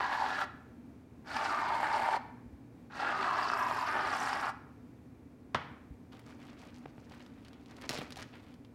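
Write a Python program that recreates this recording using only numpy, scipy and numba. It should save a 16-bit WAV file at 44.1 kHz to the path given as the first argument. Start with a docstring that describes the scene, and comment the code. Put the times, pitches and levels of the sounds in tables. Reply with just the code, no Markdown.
"""Foam sputters in three bursts from an aerosol can onto slime on a kitchen counter, close to the microphone.
Popping gas pockets excite resonances: a hollow whose pitch sinks as foam piles up, and the bore of the spout.
Filtered random clicks make the valve's hiss and the fizz of tiny cells.
A can knock is a dispersed impulse; rubs, sticky ticks, a stick-slip drag and soft taps are filtered clicks.
A diffuse room tail, low bumps, ventilation rumble and an appliance hum of narrow noise bands lie beneath."""
import sys
import numpy as np
from scipy import signal
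from scipy.fft import rfft, irfft
from scipy.io import wavfile
from numba import njit

SR = 44100
rng = np.random.default_rng(int(sys.argv[2]) if len(sys.argv) > 2 else 0)


def generate_wav(sig):
    """Save sig (samples, or channels by samples) to the path in sys.argv[1] as 16-bit PCM at SR."""
    pcm = np.round(np.clip(np.atleast_2d(sig).T, -1, 1) * 32767).astype(np.int16)
    wavfile.write(sys.argv[1], SR, pcm)


N = 385434  # length [samples]


def spray():
    """Common modulation: one uneven flow drives sputter, hiss and fizz, so they swell together."""
    sputter_gain, hiss_gain, fizz_gain = flow_gains()
    flow = unit(undb(1.02 * walk(160) + 0.42 * walk(35)))
    pitch_hz, hollow_share = hollow_shape()
    hollow_hz = pitch_hz * np.exp(0.017 * walk(45))
    foam = undb(-0.6) * sputter_gain * foam_sputter(flow, hollow_hz, hollow_share)
    hiss = undb(-2.5) * hiss_gain * valve_hiss(flow)
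    fizz = undb(-2.5) * fizz_gain * cell_fizz(flow)
    mix = wall_echo(foam + hiss + fizz, lag_s=.0035, db=-10.5)
    return shimmer(mix, rate=22, patchy_db=1.6) + gas_spits(hollow_hz)


# Spectrum of the popping foam: (frequency [Hz], level [dB])
SPUTTER_SPECTRUM = [(90, -26.5), (250, -17), (400, -5.5), (520, -14.5), (660, -2), (810, 3), (1080, -3.5),
                    (1650, -0.5), (2000, -8), (2400, -14), (2900, -17), (3400, -20), (5000, -28.5),
                    (12000, -64.5)]


def foam_sputter(flow, hollow_hz, hollow_share):
    """Impulsive excitation of cavities: popping gas pockets ring the foam's hollow and the bore of the spout."""
    sputter = unit(ring(flow * pops(rate=2400, spread_db=4), response(SPUTTER_SPECTRUM)))
    hollow = cavity(flow * pops(rate=1300, spread_db=3.5), hollow_hz, width_hz=250)
    bore_hz = held(FOAM_FOLDS, column=4) * np.exp(0.0087 * walk(25))
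    bore = cavity(flow * pops(rate=1500, spread_db=3), bore_hz, width_hz=280)
    # dividing by the summed power keeps the level steady as the hollow's share changes
    body = (sputter + hollow_share * hollow) / np.sqrt(1 + hollow_share ** 2)
    return body + undb(held(FOAM_FOLDS, column=5)) * bore


# Each new fold of foam makes a hollow and sets the ring of the spout and its bubbles:
# (time [s], first pitch [Hz], settled pitch [Hz], hollow relative to sputter [dB],
#  bore pitch [Hz], bore ring [dB], bubble pitch [Hz], bubbles relative to hiss [dB])
FOAM_FOLDS = [(0, 1000, 920, 2.5, 1720, -8.5, 4100, -4), (.29, 1360, 1350, -4, 1690, -10, 3850, -3),
              (1.245, 1500, 1200, -8, 2280, -17, 4900, -2), (1.47, 1400, 847, 2, 2190, -17, 4400, -2.5),
              (2.885, 1450, 1250, -6.5, 2640, -17, 4100, -4), (3.12, 1260, 1110, 0.5, 2710, -21, 4400, 0),
              (3.47, 1300, 980, 1.5, 2560, -19, 5050, 1), (3.87, 1270, 1190, -5, 2330, -21, 5150, 0.5)]
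FOLD_SETTLE_S = .15


def hollow_shape():
    """Exponential relaxation: the hollow's pitch moves to its settled value as each fold fills."""
    start, first_hz, settled_hz, ring_db = (held(FOAM_FOLDS, column=k) for k in range(4))
    age = np.maximum(np.arange(N) / SR - start, 0)
    pitch_hz = settled_hz + (first_hz - settled_hz) * np.exp(-age / FOLD_SETTLE_S)
    return pitch_hz, undb(ring_db)


# Big gas pockets bursting in the hollow: (time [s], impulse level [dB])
GAS_SPITS = [(.007, -20), (1.632, -24), (1.705, -22), (1.831, -22), (2.088, -18.5), (2.127, -25),
             (2.148, -22), (2.165, -26), (3.5005, -20), (3.535, -20), (3.711, -20), (4.469, -24)]


def gas_spits(hollow_hz):
    """Damped resonance: each large burst gives the hollow one blow, and the wide band makes it die quickly."""
    impulses = blows(GAS_SPITS)
    spits = cavity(impulses, hollow_hz, width_hz=520)
    return spits / np.abs(spits).max() * impulses.max()


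# Spectrum of the valve: (frequency [Hz], level [dB])
HISS_SPECTRUM = [(1500, -15), (2700, 5), (3200, 2.5), (3600, 1), (4300, 1.5), (5100, -1), (5800, -4.5),
                 (6700, -10), (9000, -23), (15000, -27)]


def valve_hiss(flow):
    """Shot noise: dense random clicks fuse into a hiss, with bubbles ringing briefly at scattered pitches."""
    hiss = unit(ring(flow * pops(rate=3200, spread_db=3), response(HISS_SPECTRUM)))
    bubble_hz = held(FOAM_FOLDS, column=6) * np.exp(0.0087 * walk(25))
    bubble_hz = bubble_hz * np.exp(0.083 * walk(130))
    bubbles = cavity(flow * pops(rate=1000, spread_db=7.0), bubble_hz, width_hz=930)
    return hiss + undb(held(FOAM_FOLDS, column=7)) * bubbles


# Spectrum of the bursting cells: (frequency [Hz], level [dB])
FIZZ_SPECTRUM = [(4000, -28), (7000, 8), (8800, 4), (10500, -0.5), (13500, -7), (16000, -12)]
# Colour of the treble as the nozzle moves:
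# (time [s], fizz centre [Hz], valve hiss change [dB], fizz change [dB])
TREBLE = [(.2, 7000, 0, 1.5), (1.36, 8500, 2, 3), (1.62, 7000, -1, -1.5), (1.87, 8600, -1, -0.5),
          (3.02, 8500, 2, 0), (3.18, 8000, -2, -2.5), (3.48, 7400, 6, 0.5), (3.57, 11800, -2.5, 3),
          (3.85, 11600, -2, 0.5), (4.03, 8600, 0, 0), (4.22, 8100, 3.5, 6), (4.5, 8500, -2.5, -4)]


def cell_fizz(flow):
    """Superposed micro-bursts: clicks with short spatter, plus a broad resonance that moves with the nozzle."""
    spatter = scatter(flow * pops(rate=1200, spread_db=6), decay_s=0.0022, db=4)
    fizz = unit(ring(spatter, response(FIZZ_SPECTRUM)))
    fizz_hz = curve(TREBLE) * np.exp(0.0087 * walk(25))
    return fizz + undb(-4.5) * cavity(flow * pops(rate=2200, spread_db=9), fizz_hz, width_hz=3800)


# Presses of the valve, levels before the trims in spray():
# (start [s], stop [s], sputter rise [s], sputter [dB], sputter trend [dB/s], hiss [dB], fizz [dB])
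VALVE_PRESSES = [(-.2, 0.441, 0.033, -32.5, -3.5, -50.5, -69.5), (1.246, 2.167, .044, -34, 2.7, -51.5, -64),
                 (2.899, 4.501, .058, -31.5, -2.5, -54, -66)]
HISS_RISE_S, FIZZ_RISE_S = 0.026, .035
FIZZ_GROWTH_DB_PER_S = 4  # more foam, more bursting cells


def flow_gains():
    """Source envelopes: gains of sputter, hiss and fizz, summed over all presses."""
    sputter = hiss = fizz = 0
    for start, stop, rise_s, sputter_db, trend, hiss_db, fizz_db in VALVE_PRESSES:
        sputter = sputter + press(start, stop, rise_s, sputter_db, trend)
        hiss = hiss + press(start, stop, HISS_RISE_S, hiss_db, 0)
        fizz = fizz + press(start, stop, FIZZ_RISE_S, fizz_db, FIZZ_GROWTH_DB_PER_S)
    hiss_change, fizz_change = (undb(curve(TREBLE, column=k)) for k in range(2, 4))
    return sputter, hiss * hiss_change, fizz * fizz_change


OPENING_DB = -28.5  # the flow starts this far below its settled level
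SHUT_DB_PER_S = 1200  # fall once the valve is let go


def press(start, stop, rise_s, db, trend_db_per_s):
    """Exponential onset: the flow settles as the valve opens, drifts while held and dies when it shuts."""
    t = np.arange(N) / SR
    age = np.clip(t - start, 0, stop - start)
    opening_db = OPENING_DB * np.exp(-age / rise_s)
    shut_db = SHUT_DB_PER_S * np.maximum(t - stop, 0)
    return (t >= start) * undb(db + opening_db + trend_db_per_s * age - shut_db)


def wall_echo(x, lag_s, db):
    """Comb filtering: a hard surface nearby adds one reflection, its lag drifting as the hand moves."""
    lag = lag_s * SR * (1 + 0.074 * walk(4))
    i = np.arange(N)
    return (x + undb(db) * np.interp(i - lag, i, x)) / np.sqrt(1 + undb(db) ** 2)


# The can lands: (time [s], impulse level [dB])
CAN_LANDINGS = [(5.5449, -14)]
# Spectrum of can against counter: (frequency [Hz], level [dB])
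KNOCK_SPECTRUM = [(50, -15), (130, 0.5), (250, -10.5), (450, -9), (950, -1), (1350, -4), (2200, -9),
                  (2600, -15.5), (3150, -11), (4000, -20), (5600, -25.5), (6900, -36), (11000, -43),
                  (15000, -54)]


def can_knock():
    """Dispersion of bending waves in the stone counter: treble arrives first, the dull body a few ms later."""
    hz = np.fft.rfftfreq(N, 1 / SR)
    travel_s = .004  # delay at 1 kHz; it varies as one over the root of frequency
    bending = np.exp(-4j * np.pi * travel_s * np.sqrt(1000 * hz))
    blow = irfft(rfft(blows(CAN_LANDINGS)) * bending, N)
    return ring(scatter(blow, decay_s=0.0045, db=3.5), response(KNOCK_SPECTRUM))


def handling():
    """Superposition of contact sounds: rubs and ticks share a shifting colour, soft taps stay plain."""
    contact = rubbing() + undb(0.5) * sticky_ticks()
    return shimmer(contact, rate=70, patchy_db=3.0) + undb(2.5) * finger_taps()


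# Spectrum of rubbing: (frequency [Hz], level [dB])
RUSTLE_SPECTRUM = [(100, -1), (300, 6.5), (700, 6.5), (1100, 4), (2400, 0.5), (4500, -9.5), (6500, -20),
                   (9000, -26.5), (15000, -30)]


def rubbing():
    """Friction noise: a dense stream of tiny slips, with sparse crackles at wandering pitches."""
    slips = scatter(pops(rate=1800, spread_db=5.0), decay_s=0.0019, db=2.5)
    rustle = unit(ring(slips, response(RUSTLE_SPECTRUM)))
    crackle_hz = np.clip(3200 * np.exp(.35 * walk(110)), 1500, 5000)
    crackles = cavity(pops(rate=260, spread_db=4), crackle_hz, width_hz=4500)
    return (rustle + undb(-11) * crackles) * rub_gain()


# The hand rubs: (start [s], length [s], level [dB])
HAND_RUBS = [(6.115, 0.055, -59), (6.255, 0.056, -58), (6.38, .14, -60), (6.57, .11, -57.5),
             (6.74, 0.043, -63), (7.09, 0.073, -57), (7.19, 0.024, -55.5), (7.445, 0.023, -63),
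             (7.69, 0.035, -60), (7.755, .025, -54), (7.812, 0.036, -50.5), (7.892, 0.13, -46.5),
             (8.16, 0.062, -50.5), (8.325, 0.032, -56.5), (8.42, 0.018, -61.5), (8.462, 0.018, -60)]
RUB_ATTACK_S, RUB_RELEASE_S = .014, .028
# between rubs the hand stays in light contact
CONTACT_START_S, CONTACT_STOP_S, CONTACT_DB = 6.11, 8.55, -69


def rub_gain():
    """Power addition of stroke envelopes: each rub starts quickly, holds and fades above the light contact."""
    t = np.arange(N) / SR
    contact = (CONTACT_START_S, CONTACT_STOP_S - CONTACT_START_S, CONTACT_DB)
    power = 0
    for start, length, db in HAND_RUBS + [contact]:
        attack = np.clip((t - start) / RUB_ATTACK_S, 0, 1)
        release = np.exp(-np.clip(t - start - length, 0, 1) / RUB_RELEASE_S)
        power = power + (undb(db) * attack * release) ** 2
    return np.sqrt(power)


# Sticky ticks and snaps, before a 0.5 dB lift: (time [s], impulse level [dB])
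STICKY_TICKS = [(6.194, -42.5), (6.2642, -45), (6.617, -44), (6.744, -48.5), (7.1202, -42.5), (7.2634, -44),
                (7.449, -44), (7.4834, -42.5), (7.5318, -43), (7.66, -44), (7.7114, -41), (7.7673, -38),
                (7.8137, -35), (7.821, -36), (7.8928, -18), (7.8975, -24), (8.106, -35.5), (8.123, -31.5),
                (8.1589, -35), (8.5415, -43.5), (8.6488, -46.5)]
# Spectrum of a tick: (frequency [Hz], level [dB])
TICK_SPECTRUM = [(150, -5), (600, 3.5), (1100, 1), (3000, 1.5), (5000, 0), (7000, -9), (10000, -13.5),
                 (15000, -25.5)]


def sticky_ticks():
    """Sudden release of adhesion: each tick or drag slip is an impulse trailing a short spatter."""
    impulses = blows(STICKY_TICKS + drag_slips())
    return ring(scatter(impulses, decay_s=0.0026, db=0), response(TICK_SPECTRUM))


# A sticky surface drags: (start [s], length [s], impulse level of a slip [dB])
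STICKY_DRAGS = [(7.908, .088, -27.5), (8.169, .06, -35.5)]
SLIP_PERIOD_S, SLIP_SPREAD_DB = .0098, 1.5
SLIP_JITTER = .2  # spread of the timing [periods]


def drag_slips():
    """Stick-slip oscillation: nearly regular catches during each drag, as (time [s], level [dB]) rows."""
    rows = []
    for start, length, db in STICKY_DRAGS:
        chance = rng.standard_normal(size=(32, 2))
        for k, (late, strong) in enumerate(chance):
            if k * SLIP_PERIOD_S < length:
                slip_s = start + (k + SLIP_JITTER * late) * SLIP_PERIOD_S
                rows.append((slip_s, db + SLIP_SPREAD_DB * strong))
    return rows


# Soft finger taps close to the microphone, before a 2.5 dB lift: (time [s], impulse level [dB])
FINGER_TAPS = [(6.857, -38), (6.8595, -33), (6.981, -40.5), (7.8975, -31), (7.906, -28.5), (7.989, -30.5),
               (8.0155, -33)]
# Spectrum of a tap: (frequency [Hz], level [dB])
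TAP_SPECTRUM = [(50, -33), (130, 4.5), (300, -1), (750, -2.5), (1200, -13), (2500, -18), (4000, -33),
                (10000, -55)]


def finger_taps():
    """Soft impact: each tap is the impulse response of a dull spectrum."""
    return ring(blows(FINGER_TAPS), response(TAP_SPECTRUM))


# Dull low bumps through the floor: (time [s], impulse level [dB])
FLOOR_BUMPS = [(2.455, -46), (2.53, -47), (5.905, -40)]
# Spectrum of a bump: (frequency [Hz], level [dB])
BUMP_SPECTRUM = [(20, -25), (45, -3), (65, 8.5), (90, -3), (160, -8), (400, -64)]


def floor_bumps():
    """Structure-borne impact: each bump is an impulse response confined to the lowest frequencies."""
    return ring(blows(FLOOR_BUMPS), response(BUMP_SPECTRUM, size=8192))


# Reverberation of the kitchen: (frequency [Hz], time to fall 60 dB [s])
ROOM_DECAY = [(150, 0.82), (700, 0.57), (2000, 0.67), (4500, 0.48), (7000, 0.54), (14000, .15)]


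def room():
    """Diffuse reverberation: noise bands decay exponentially, each with its own reverberation time."""
    t = np.arange(SR) / SR
    hz = np.fft.rfftfreq(SR, 1 / SR)
    noise = rfft(rng.standard_normal(SR))
    edges = np.geomspace(60, 17000, 13)
    tail = 0
    for low, high in zip(edges, edges[1:]):
        band = irfft(noise * (hz >= low) * (hz < high), SR)
        tail = tail + band * undb(-60 * t / at_hz(ROOM_DECAY, np.sqrt(low * high)))
    build_up = np.clip(t / 0.0031, 0, 1)
    tail = signal.lfilter(*signal.butter(1, 6000, fs=SR), tail * build_up)
    # unit rms gain from 500 to 2500 Hz
    return tail / np.sqrt(np.mean(np.abs(rfft(tail)[500:2500]) ** 2))


# Spectrum of the ventilation: (frequency [Hz], level [dB])
AIR_SPECTRUM = [(15, -55), (25, -32), (79, -6), (209, -10.5), (246, -3.5), (297, -11.5), (331, -15),
                (389, -16), (482, -17.5), (567, -22.5), (848, -25.5), (1300, -32), (2420, -37.5),
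                (3000, -43), (15500, -54.5)]
AIR_DB = -55
# Appliance hum: (frequency [Hz], half-width [Hz], level [dB])
HUM_BANDS = [(116.3, 2.7, -65.5), (242.2, 5.8, -62.5), (272, 36, -60.5), (2350, 65, -86.5)]


def background():
    """Stationary noise: broadband ventilation rumble and narrow bands that waver as an appliance hum."""
    hz = np.fft.rfftfreq(N, 1 / SR)
    air = unit(irfft(rfft(rng.standard_normal(N)) * undb(at_hz(AIR_SPECTRUM, hz)), N))
    mix = air * undb(AIR_DB + .5 * walk(7.5))
    for centre_hz, width_hz, db in HUM_BANDS:
        peak = 1 / (1 + ((hz - centre_hz) / width_hz) ** 2)
        mix = mix + undb(db) * unit(irfft(rfft(rng.standard_normal(N)) * peak, N))
    return mix


def undb(db):
    """Logarithmic level: decibels to amplitude gain."""
    return 10 ** (np.asarray(db) / 20)


def unit(x):
    """Normalisation: scale to rms 1."""
    return x / np.sqrt(np.mean(x ** 2))


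def curve(rows, column=1):
    """Linear interpolation: one column of a table, joined by straight lines in time."""
    rows = np.array(rows)
    return np.interp(np.arange(N) / SR, rows[:, 0], rows[:, int(column)])


def held(rows, column):
    """Zero-order hold: each row's value lasts until the next row starts."""
    rows = np.array(rows)
    latest = np.searchsorted(rows[1:, 0], np.arange(N) / SR, side="right")
    return rows[latest, int(column)]


def at_hz(points, hz):
    """Logarithmic pitch scale: read a table along log frequency."""
    f, value = np.transpose(points)
    return np.interp(np.log(hz + 1e-3), np.log(f), value)


def response(points, size=2048):
    """Minimum phase: fold the cepstrum of a spectrum into a causal impulse response, peak 1."""
    log_gain = at_hz(points, np.fft.rfftfreq(size, 1 / SR)) * np.log(10) / 20
    cepstrum = irfft(log_gain)
    cepstrum[1:size // 2] *= 2
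    cepstrum[size // 2 + 1:] = 0
    h = irfft(np.exp(rfft(cepstrum)))
    return h / np.abs(h).max()


def ring(x, h):
    """Convolution: pass a sound through an impulse response."""
    return signal.fftconvolve(x, h)[:N]


def walk(rate):
    """Random modulation: interpolated drift with a spread near 1 and `rate` knots per second."""
    knots = rng.standard_normal(int(N / SR * rate) + 2)
    # the factor restores the variance lost between knots
    return np.sqrt(3 / 2) * np.interp(np.arange(N) / SR * rate, np.arange(len(knots)), knots)


def pops(rate, spread_db):
    """Poisson-like process: randomly timed clicks of uneven size and random sign, `rate` per second."""
    size = undb(spread_db * np.minimum(rng.standard_normal(N), 2.3))
    return (rng.random(N) < rate / SR) * size * rng.choice([-1, 1], N)


def blows(rows):
    """Ideal impulses: one single-sample blow for each (time [s], level [dB]) row."""
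    x = np.zeros(N)
    for s, db in rows:
        x[int(s * SR)] += undb(db)
    return x


@njit
def resonance(x, hz, width):
    """Second-order resonator: a state-variable band-pass with a moving centre."""
    y, band, low = np.empty(len(x)), 0., 0.
    for i in range(len(x)):
        g, damping = np.tan(np.pi * hz[i] / SR), width / hz[i]
        v = (band + g * (x[i] - low)) / (1 + g * (g + damping))
        band, low, y[i] = 2 * v - band, low + 2 * g * v, damping * v
    return y


def cavity(x, hz, width_hz):
    """Cascaded resonators: two in series make a steep moving resonance, rms 1."""
    once = resonance(x, hz, float(width_hz))
    return unit(resonance(once, hz, float(width_hz)))


def scatter(x, decay_s, db):
    """Exponential energy decay: every click trails its own short, random spatter."""
    keep = np.exp(-1 / (decay_s * SR))
    energy = signal.lfilter([1 - keep], [1, -keep], x ** 2)
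    return x + undb(db) * np.sqrt(energy) * rng.standard_normal(N)


def shimmer(x, rate, patchy_db):
    """Independent band modulation: six overlapping octave bands swell and fade on their own."""
    octave = np.log2(np.clip(np.fft.rfftfreq(N, 1 / SR), 400, 12800) / 400)
    spectrum = rfft(x)
    mix = 0
    for k in range(6):
        band = irfft(spectrum * np.maximum(1 - np.abs(octave - k), 0), N)
        mix = mix + band * undb(patchy_db * walk(rate))
    return mix


def scene():
    """Direct and reverberant sound: the can is set down further off, so the room answers it more strongly."""
    foam, knock, hands = spray(), can_knock(), handling()
    knock_outward = ring(blows(CAN_LANDINGS), response(KNOCK_SPECTRUM))
    tail = ring(undb(-10.5) * foam + knock_outward + undb(-10.0) * hands, room())
    return (foam + knock + hands + floor_bumps() + tail + background())[None]


TOP_HZ = 15850


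def record(dry):
    """Band limitation: a steep elliptic low-pass removes the highest treble."""
    return signal.sosfilt(signal.ellip(10, .2, 70, TOP_HZ, fs=SR, output="sos"), dry)


dry = scene()
out = record(dry)
generate_wav(out)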